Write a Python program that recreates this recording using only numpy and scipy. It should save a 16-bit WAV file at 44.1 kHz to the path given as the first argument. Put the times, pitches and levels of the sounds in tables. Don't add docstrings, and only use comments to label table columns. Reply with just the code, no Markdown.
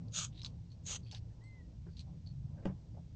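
import sys
import numpy as np
from scipy import signal
from scipy.fft import rfft, irfft
from scipy.io import wavfile
from scipy.ndimage import uniform_filter1d

SR = 44100
rng = np.random.default_rng(int(sys.argv[2]) if len(sys.argv) > 2 else 0)


def transcribe(signal):
    frames = np.atleast_2d(signal).T
    limited = np.clip(frames, -1, 1)
    pcm = np.round(limited * 32767).astype(np.int16)
    wavfile.write(sys.argv[1], SR, pcm)


N = 138915


def from_db(db):
    return 10 ** (np.asarray(db) / 20)


def rms_one(x):
    return x / np.sqrt(np.mean(x ** 2) + 1e-20)


def in_time(rows, outside=None):
    times, *columns = np.transpose(rows)
    now = np.arange(N) / SR
    return [np.interp(now, times, column, outside, outside) for column in columns]


def drift(rate_hz):
    step = 40
    r = np.exp(-2 * np.pi * rate_hz * step / SR)
    white = rng.standard_normal(N // step + 2002)
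    slow = signal.lfilter([1], [1, -2 * r, r * r], white)[2000:]
    slow = rms_one(slow - slow.mean())
    return np.interp(np.arange(N) / step, np.arange(len(slow)), slow)


def ring(clicks, hz, t60):
    r = from_db(-60 / (t60 * SR))
    w = 2 * np.pi * hz / SR
    return signal.lfilter([0, np.sin(w)], [1, -2 * r * np.cos(w), r * r], clicks + 1e-18)


def band(x, low_hz, high_hz):
    return signal.sosfilt(signal.butter(2, [low_hz, high_hz], "band", fs=SR, output="sos"), x)


def coloured(spectrum):
    hz, db = np.transpose(spectrum)
    bins_hz = np.arange(1, N // 2 + 2) * SR / N
    gain = from_db(np.interp(np.log(bins_hz), np.log(hz), db))
    return rms_one(irfft(rfft(rng.standard_normal(N)) * gain, N))


def banded_noise(spectrum, patchy_db, rate_hz, count):
    hz, db = np.transpose(spectrum)
    octaves = np.log2(hz[-1] / hz[0])
    edges = hz[0] * 2 ** np.arange(0, octaves + .5 / count, 1 / count)
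    together = drift(rate_hz)
    white = rng.standard_normal((2, N + 8000))
    out = 0
    for k, (low, high) in enumerate(zip(edges, edges[1:])):
        level = np.interp(np.log(low * high) / 2, np.log(hz), db)
        swell = patchy_db * (0.91 * together + drift(rate_hz))
        out = out + from_db(level + swell) * band(white[k % 2], low, high)[-N:]
    return rms_one(out)


def add(out, s, sound):
    i = int(s * SR)
    out[i:i + len(sound)] += sound[:N - i]


def engine():
    # (time [s], level [dB] of each of the five)
    drone_levels = [(0, -63, -65, -52.5, -61.5, -57), (.6, -67.5, -54.5, -53.5, -62.5, -62.5),
                    (1.2, -57, -61.5, -51.5, -61.5, -64.5), (1.8, -58, -58.5, -66, -64.5, -59),
                    (2.4, -58, -54, -62, -58.5, -58), (3.15, -62, -55.5, -58.5, -60.5, -61)]
    firing_hz, width_hz = 27.85, 5
    t60 = np.log(1000) / (np.pi * width_hz)
    out = 0
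    for k, db in enumerate(in_time(drone_levels)):
        tone = ring(rng.standard_normal(N + SR), firing_hz * (k + 2), t60)[SR:]
        out = out + from_db(db) * rms_one(tone)
    return out


def wind():
    # (time [s], deep rumble [dB], rumble [dB], rustle [dB])
    gusts = [(0.0, -66.5, -51, -65.5), (0.39, -71.5, -50.5, -63.5), (0.6, -68, -49.5, -68),
             (0.97, -61.5, -51.5, -66), (1.39, -62, -61.5, -70), (1.89, -62, -48, -67.5),
             (2.01, -65, -52.5, -67.5), (2.38, -65.5, -51.5, -71.5), (2.62, -60, -46.5, -60.5),
             (2.8, -65, -51, -67), (2.97, -64, -52.5, -65), (3.15, -51, -51, -65)]
    # (pitch [Hz], level per Hz [dB])
    registers = [
        [(13, -38.5), (22, -12), (60, 0), (78, -33.5), (130, -120)],
        [(35, -31), (60, -3), (114, 2), (172, -8.5), (220, -17.5), (290, -39), (480, -120)],
        [(130, -28.5), (220, -4), (257, -2.5), (383, -17), (429, -12.5), (984, -25), (1200, -36), (1560, -66),
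         (2640, -120)],
    ]
    out = 0
    for db, colour in zip(in_time(gusts), registers):
        out = out + from_db(db) * banded_noise(colour, patchy_db=2.5, rate_hz=5.1, count=3)
    return out


def far_hiss():
    # (pitch [Hz], level per Hz [dB])
    air_colour = [(530, -28.5), (900, -1.5), (1020, -9), (1280, -7.5), (3230, -6), (5890, -5.5),
                  (7990, -13.5), (8560, -26), (9440, -28.5), (12300, -55.5), (20800, -120)]
    return from_db(-79.5) * coloured(air_colour)


def bird():
    # (time [s], pitch [Hz], level [dB])
    whistle = [(1.405, 1816, -97), (1.417, 1920, -72.5), (1.433, 2020, -73), (1.473, 2087, -66),
               (1.571, 2036, -69.5), (1.619, 1916, -71), (1.625, 1884, -89), (1.67, 1930, -85)]
    phase = 2 * np.pi * np.cumsum(in_time(whistle)[0]) / SR
    octave_gain = from_db(-22 + 6.0 * drift(30.0))
    octave = octave_gain * np.sin(2 * phase + 2.4 * drift(40.0))
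    level_db = in_time(whistle, -200)[1]
    return np.sqrt(2) * from_db(level_db) * (np.sin(phase) + octave)


def rub(rows, ticks_per_s):
    attack_s, edge_s = 0.0014, 0.018
    out = np.zeros(N)
    size = int(.3 * SR)
    for s, length, db, hz, t60 in rows:
        t = np.arange(int((length + .05) * SR)) / SR
        ticks = (rng.random(size) < ticks_per_s / SR) * rng.standard_normal(size)
        fade_in = np.clip(t / attack_s, 0, 1)
        fade_out = np.clip((length + edge_s - t) / (2 * edge_s), 0, 1) ** 2
        rough = rms_one(band(ring(ticks, hz, t60), hz / 2, min(hz * 2, 9600)))
        add(out, s, from_db(db) * fade_in * fade_out * rough[-len(t):])
    return out


def scuffs():
    # (start [s], length [s], level [dB], ring pitch [Hz], its t60 [s])
    scuff_rows = [(1.30, 0.033, -79.5, 1820, .02), (1.4, 0.054, -77, 820, 0.0059),
                  (1.866, 0.044, -59, 359, 0.074), (1.866, 0.038, -73.5, 1530, 0.008),
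                  (1.862, 0.031, -73, 890, 0.0075), (2.065, 0.047, -70.5, 800, 0.014),
                  (2.12, 0.037, -72, 625, 0.09), (2.568, 0.049, -75.5, 1590, .015),
                  (2.57, 0.079, -64.5, 570, 0.0073), (2.943, .08, -67.5, 540, 0.0068),
                  (2.966, .03, -61.5, 695, 0.0095), (2.66, .04, -56.5, 850, 0.0029),
                  (2.70, 0.036, -63.5, 650, .004), (2.66, .065, -67.5, 1650, 0.0014),
                  (2.655, .03, -66, 2900, 0.0033), (2.655, 0.039, -73, 5500, .002),
                  (2.625, .035, -75, 1760, 0.0027)]
    return rub(scuff_rows, ticks_per_s=5000)


def thumps():
    # (time [s], level [dB], contact low-pass [Hz])
    heel_touches = [(2.6525, -39.5, 8000), (2.6557, -24.5, 4000), (2.6614, -33.5, 2500),
                    (2.665, -32.5, 600), (2.6765, -32.5, 400), (2.698, -33.5, 350)]
    # (pitch [Hz], level [dB], t60 [s])
    deck_modes = [(133, -13.5, 0.2), (181.5, -9.5, 0.18), (246, -12, 0.046), (325, -4.5, 0.031),
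                  (422, -1, 0.021), (551, -9, 0.05), (784, -9, 0.025), (1150, -15, 0.016),
                  (1540, -18, 0.018), (1936, -21, 0.018), (2460, -24.5, .012), (2850, -25.5, 0.018),
                  (4630, -28, .012), (6950, -28, 0.014)]
    lowest_hz, lowest_lag_s = deck_modes[0][0], 0.0091
    out = np.zeros(N)
    click = np.zeros(SR // 2)
    click[0] = 1
    for s, db, contact_hz in heel_touches:
        push = signal.lfilter(*signal.butter(1, contact_hz, fs=SR), click)
        for hz, level_db, t60 in deck_modes:
            lag_s = lowest_lag_s * (lowest_hz / hz) ** 3
            add(out, s + lag_s, -from_db(db + level_db) * ring(push, hz, t60))
    return out


def ball_rolls():
    # (start [s], length [s], level [dB], ring pitch [Hz], its t60 [s])
    roll_rows = [(.323, 0.069, -75.5, 3480, .004), (.345, .075, -68.5, 3990, 0.0051),
                 (0.433, 0.04, -61, 5300, 0.0052), (0.701, 0.05, -75, 4350, .015),
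                 (1.03, 0.085, -71.5, 4520, 0.0086), (1.058, .04, -73.5, 2600, .025),
                 (1.058, 0.061, -71.5, 3340, 0.017), (1.116, 0.075, -63, 5000, 0.0033),
                 (1.115, .07, -65, 2840, 0.0063), (1.125, .05, -70, 1630, .015),
                 (1.125, .05, -65.5, 772, .03), (1.89, 0.087, -79.5, 4570, 0.0098),
                 (1.969, 0.063, -68, 4260, 0.0031), (1.983, .04, -74.5, 2500, 0.022),
                 (2.275, .05, -71, 4330, 0.035), (1.442, 0.051, -85, 7940, 0.018),
                 (1.992, 0.023, -70.5, 7890, 0.0068), (.435, .04, -65, 1200, 0.0041),
                 (.11, 0.028, -73, 4700, .01), (.375, 0.047, -62.5, 3900, .006),
                 (1.148, 0.045, -65, 4500, 0.0048)]
    return rub(roll_rows, ticks_per_s=1500)


def clacks():
    # (time [s], peak level [dB], main ring [Hz], its t60 [s], snap [dB], bright ring [dB])
    strikes = [(0.0835, -55, 4740, 0.005, -9, -20), (0.379, -51.5, 3940, 0.007, -12, -20),
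               (0.4173, -38, 4000, 0.006, -30, -13), (0.4328, -43.5, 5200, 0.009, -13, -21),
               (0.4474, -29, 4050, 0.0076, -19, -11), (0.4614, -33, 4040, 0.007, -18, -9),
               (0.718, -55.5, 4370, 0.006, -3, -20), (1.1131, -39.5, 3870, 0.0053, -6.5, -8),
               (1.1241, -42.5, 5420, 0.0047, -10, -21), (1.148, -36.5, 3850, 0.0067, -10, -11),
               (1.167, -56, 4430, 0.006, -18, -15), (1.4391, -62, 7870, 0.006, -5, -24),
               (1.969, -47, 4050, 0.0066, -18, -11), (1.984, -54, 4550, 0.012, -20, -15),
               (1.9935, -40, 4130, 0.0088, -18, -8.5), (2.004, -45.5, 4150, 0.0076, -23, -10),
               (2.0096, -48, 4200, 0.006, -25.5, -12), (2.2631, -56.5, 4460, 0.023, -14, -22),
               (2.2722, -49.5, 4410, 0.025, -20, -21), (2.29, -59.5, 4400, 0.028, -29, -25)]
    # (pitch [Hz], level [dB], t60 [s])
    can_modes = [(1015, -21.5, 0.077), (1710, -22.5, 0.041), (2590, -30, 0.04), (3440, -24.5, 0.054),
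                 (4300, -9.5, 0.013), (4425, -3, 0.058), (5400, -19.5, 0.025), (6100, -9, 0.058),
                 (7100, -20, 0.018), (7500, -19.5, 0.036)]
    rebound_s, rebound_loss_db = .0036, 8
    bright_hz, bright_t60_s = 6500, .004
    can_db = 3.5
    tail_db, tail_t60_s = -18, 0.11
    contact_filter = signal.butter(3, 7440, fs=SR)
    out, size = np.zeros(N), int(.25 * SR)
    t = np.arange(size) / SR
    for s, db, hz, ring_t60, snap_db, bright_db in strikes:
        luck = rng.standard_normal(len(can_modes) + 6)
        hit = np.zeros(size)
        hit[0] = 1
        for k in range(1, 4):
            delay_s = k * rebound_s * (1 + .12 * luck[k])
            hit[int(delay_s * SR)] = from_db(-rebound_loss_db * k + 2.0 * luck[k + 2])
        sound = 2 * band(ring(hit, hz, ring_t60), 0.58 * hz, 1.21 * hz + 400)
        sound += 3 * from_db(snap_db) * band(hit, 2000, 5100)
        bright = ring(hit, bright_hz * (1 + 0.039 * luck[0]), bright_t60_s)
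        sound += 2 * from_db(bright_db) * band(bright, 5400, 7600)
        for (mode_hz, level_db, t60), chance in zip(can_modes, luck[6:]):
            gain = from_db(snap_db + can_db + level_db + 2 * chance)
            sound += gain * ring(hit, mode_hz * (1 + 0.014 * chance), t60)
        tail = rms_one(band(rng.standard_normal(size), 0.73 * hz, min(1.5 * hz, 9500)))
        sound += from_db(tail_db - 60 * t / tail_t60_s) * tail
        sound = signal.lfilter(*contact_filter, sound)
        add(out, s, from_db(db) * sound / np.abs(sound).max())
    return out


def rushes():
    # (time [s], level [dB])
    strokes = [
        [(0.112, -83), (0.121, -65), (0.132, -60), (0.14, -46.5), (0.161, -38.5), (0.195, -39), (0.255, -45),
         (0.28, -68), (0.31, -84)],
        [(0.835, -79), (0.855, -63), (0.867, -47.5), (0.917, -43), (0.963, -45.5), (0.985, -71), (1.01, -76)],
    ]
    # (pitch [Hz], level per Hz [dB])
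    stroke_colours = [
        [[(350, -49), (600, -16), (909, -36.5), (1360, -12.5), (2130, -24.5), (2230, -17), (3460, -3.5),
         (4670, -10.5), (5060, -13.5), (6680, 2), (7160, -3), (7410, -16.5), (9440, -27), (12300, -49),
         (20800, -120)], [(350, -62), (600, -21.5), (848, -20.5), (985, -17), (1270, -6), (2080, -25),
         (2210, -15), (2780, -13.5), (3230, -5), (5180, -16.5), (6530, -0.5), (8030, -14.5), (9440, -43),
         (12300, -73), (20800, -120)]],
        [[(240, -45), (400, -26), (501, -8), (885, -27), (996, -19), (1230, -20), (1480, -26), (1580, -16),
         (2120, -15), (3890, -6), (5270, -13), (6690, 5.5), (9440, -35), (12300, -63), (20800, -120)],
         [(240, -44), (400, -8.5), (627, -22), (806, -10.5), (996, -14), (1280, -9), (1830, -18.5),
         (3070, -2.5), (4870, -12.5), (5270, -17), (6180, 2.5), (8050, -15.5), (9440, -28), (12300, -57),
         (20800, -120)]],
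    ]
    flicker_db, grain_db = 1.0, 1.5
    out = 0
    for rows, (early, late) in zip(strokes, stroke_colours):
        start_s, end_s = rows[0][0], rows[-1][0]
        share = np.clip(in_time([(start_s, -.4), (end_s, 1.4)])[0], 0, 1)
        noise = np.sqrt(1 - share) * coloured(early) + np.sqrt(share) * coloured(late)
        level_db = in_time(rows, -200)[0]
        wobble_db = flicker_db * drift(53.0) + grain_db * drift(300.0)
        out = out + from_db(level_db + wobble_db) * noise
    return out


def stereo_side(hiss):
    steep = signal.butter(6, [3250, 4900], "band", fs=SR, output="sos")
    power = uniform_filter1d(signal.sosfilt(steep, hiss) ** 2, size=600)
    level = np.sqrt(np.abs(power))
    return from_db(-7) * level * rms_one(signal.sosfilt(steep, rng.standard_normal(N)))


def scene():
    hiss = far_hiss() + rushes()
    background = engine() + wind() + bird()
    mid = background + scuffs() + thumps() + ball_rolls() + clacks() + hiss
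    side = stereo_side(hiss)
    return np.array([mid + side, mid - side])


def record(dry):
    stop_hz, self_noise_db = 9843, -101
    cut = signal.sosfilt(signal.cheby2(16, 50, stop_hz, fs=SR, output="sos"), dry)
    return cut + from_db(self_noise_db) * rng.standard_normal(dry.shape)


dry = scene()
out = record(dry)
transcribe(out)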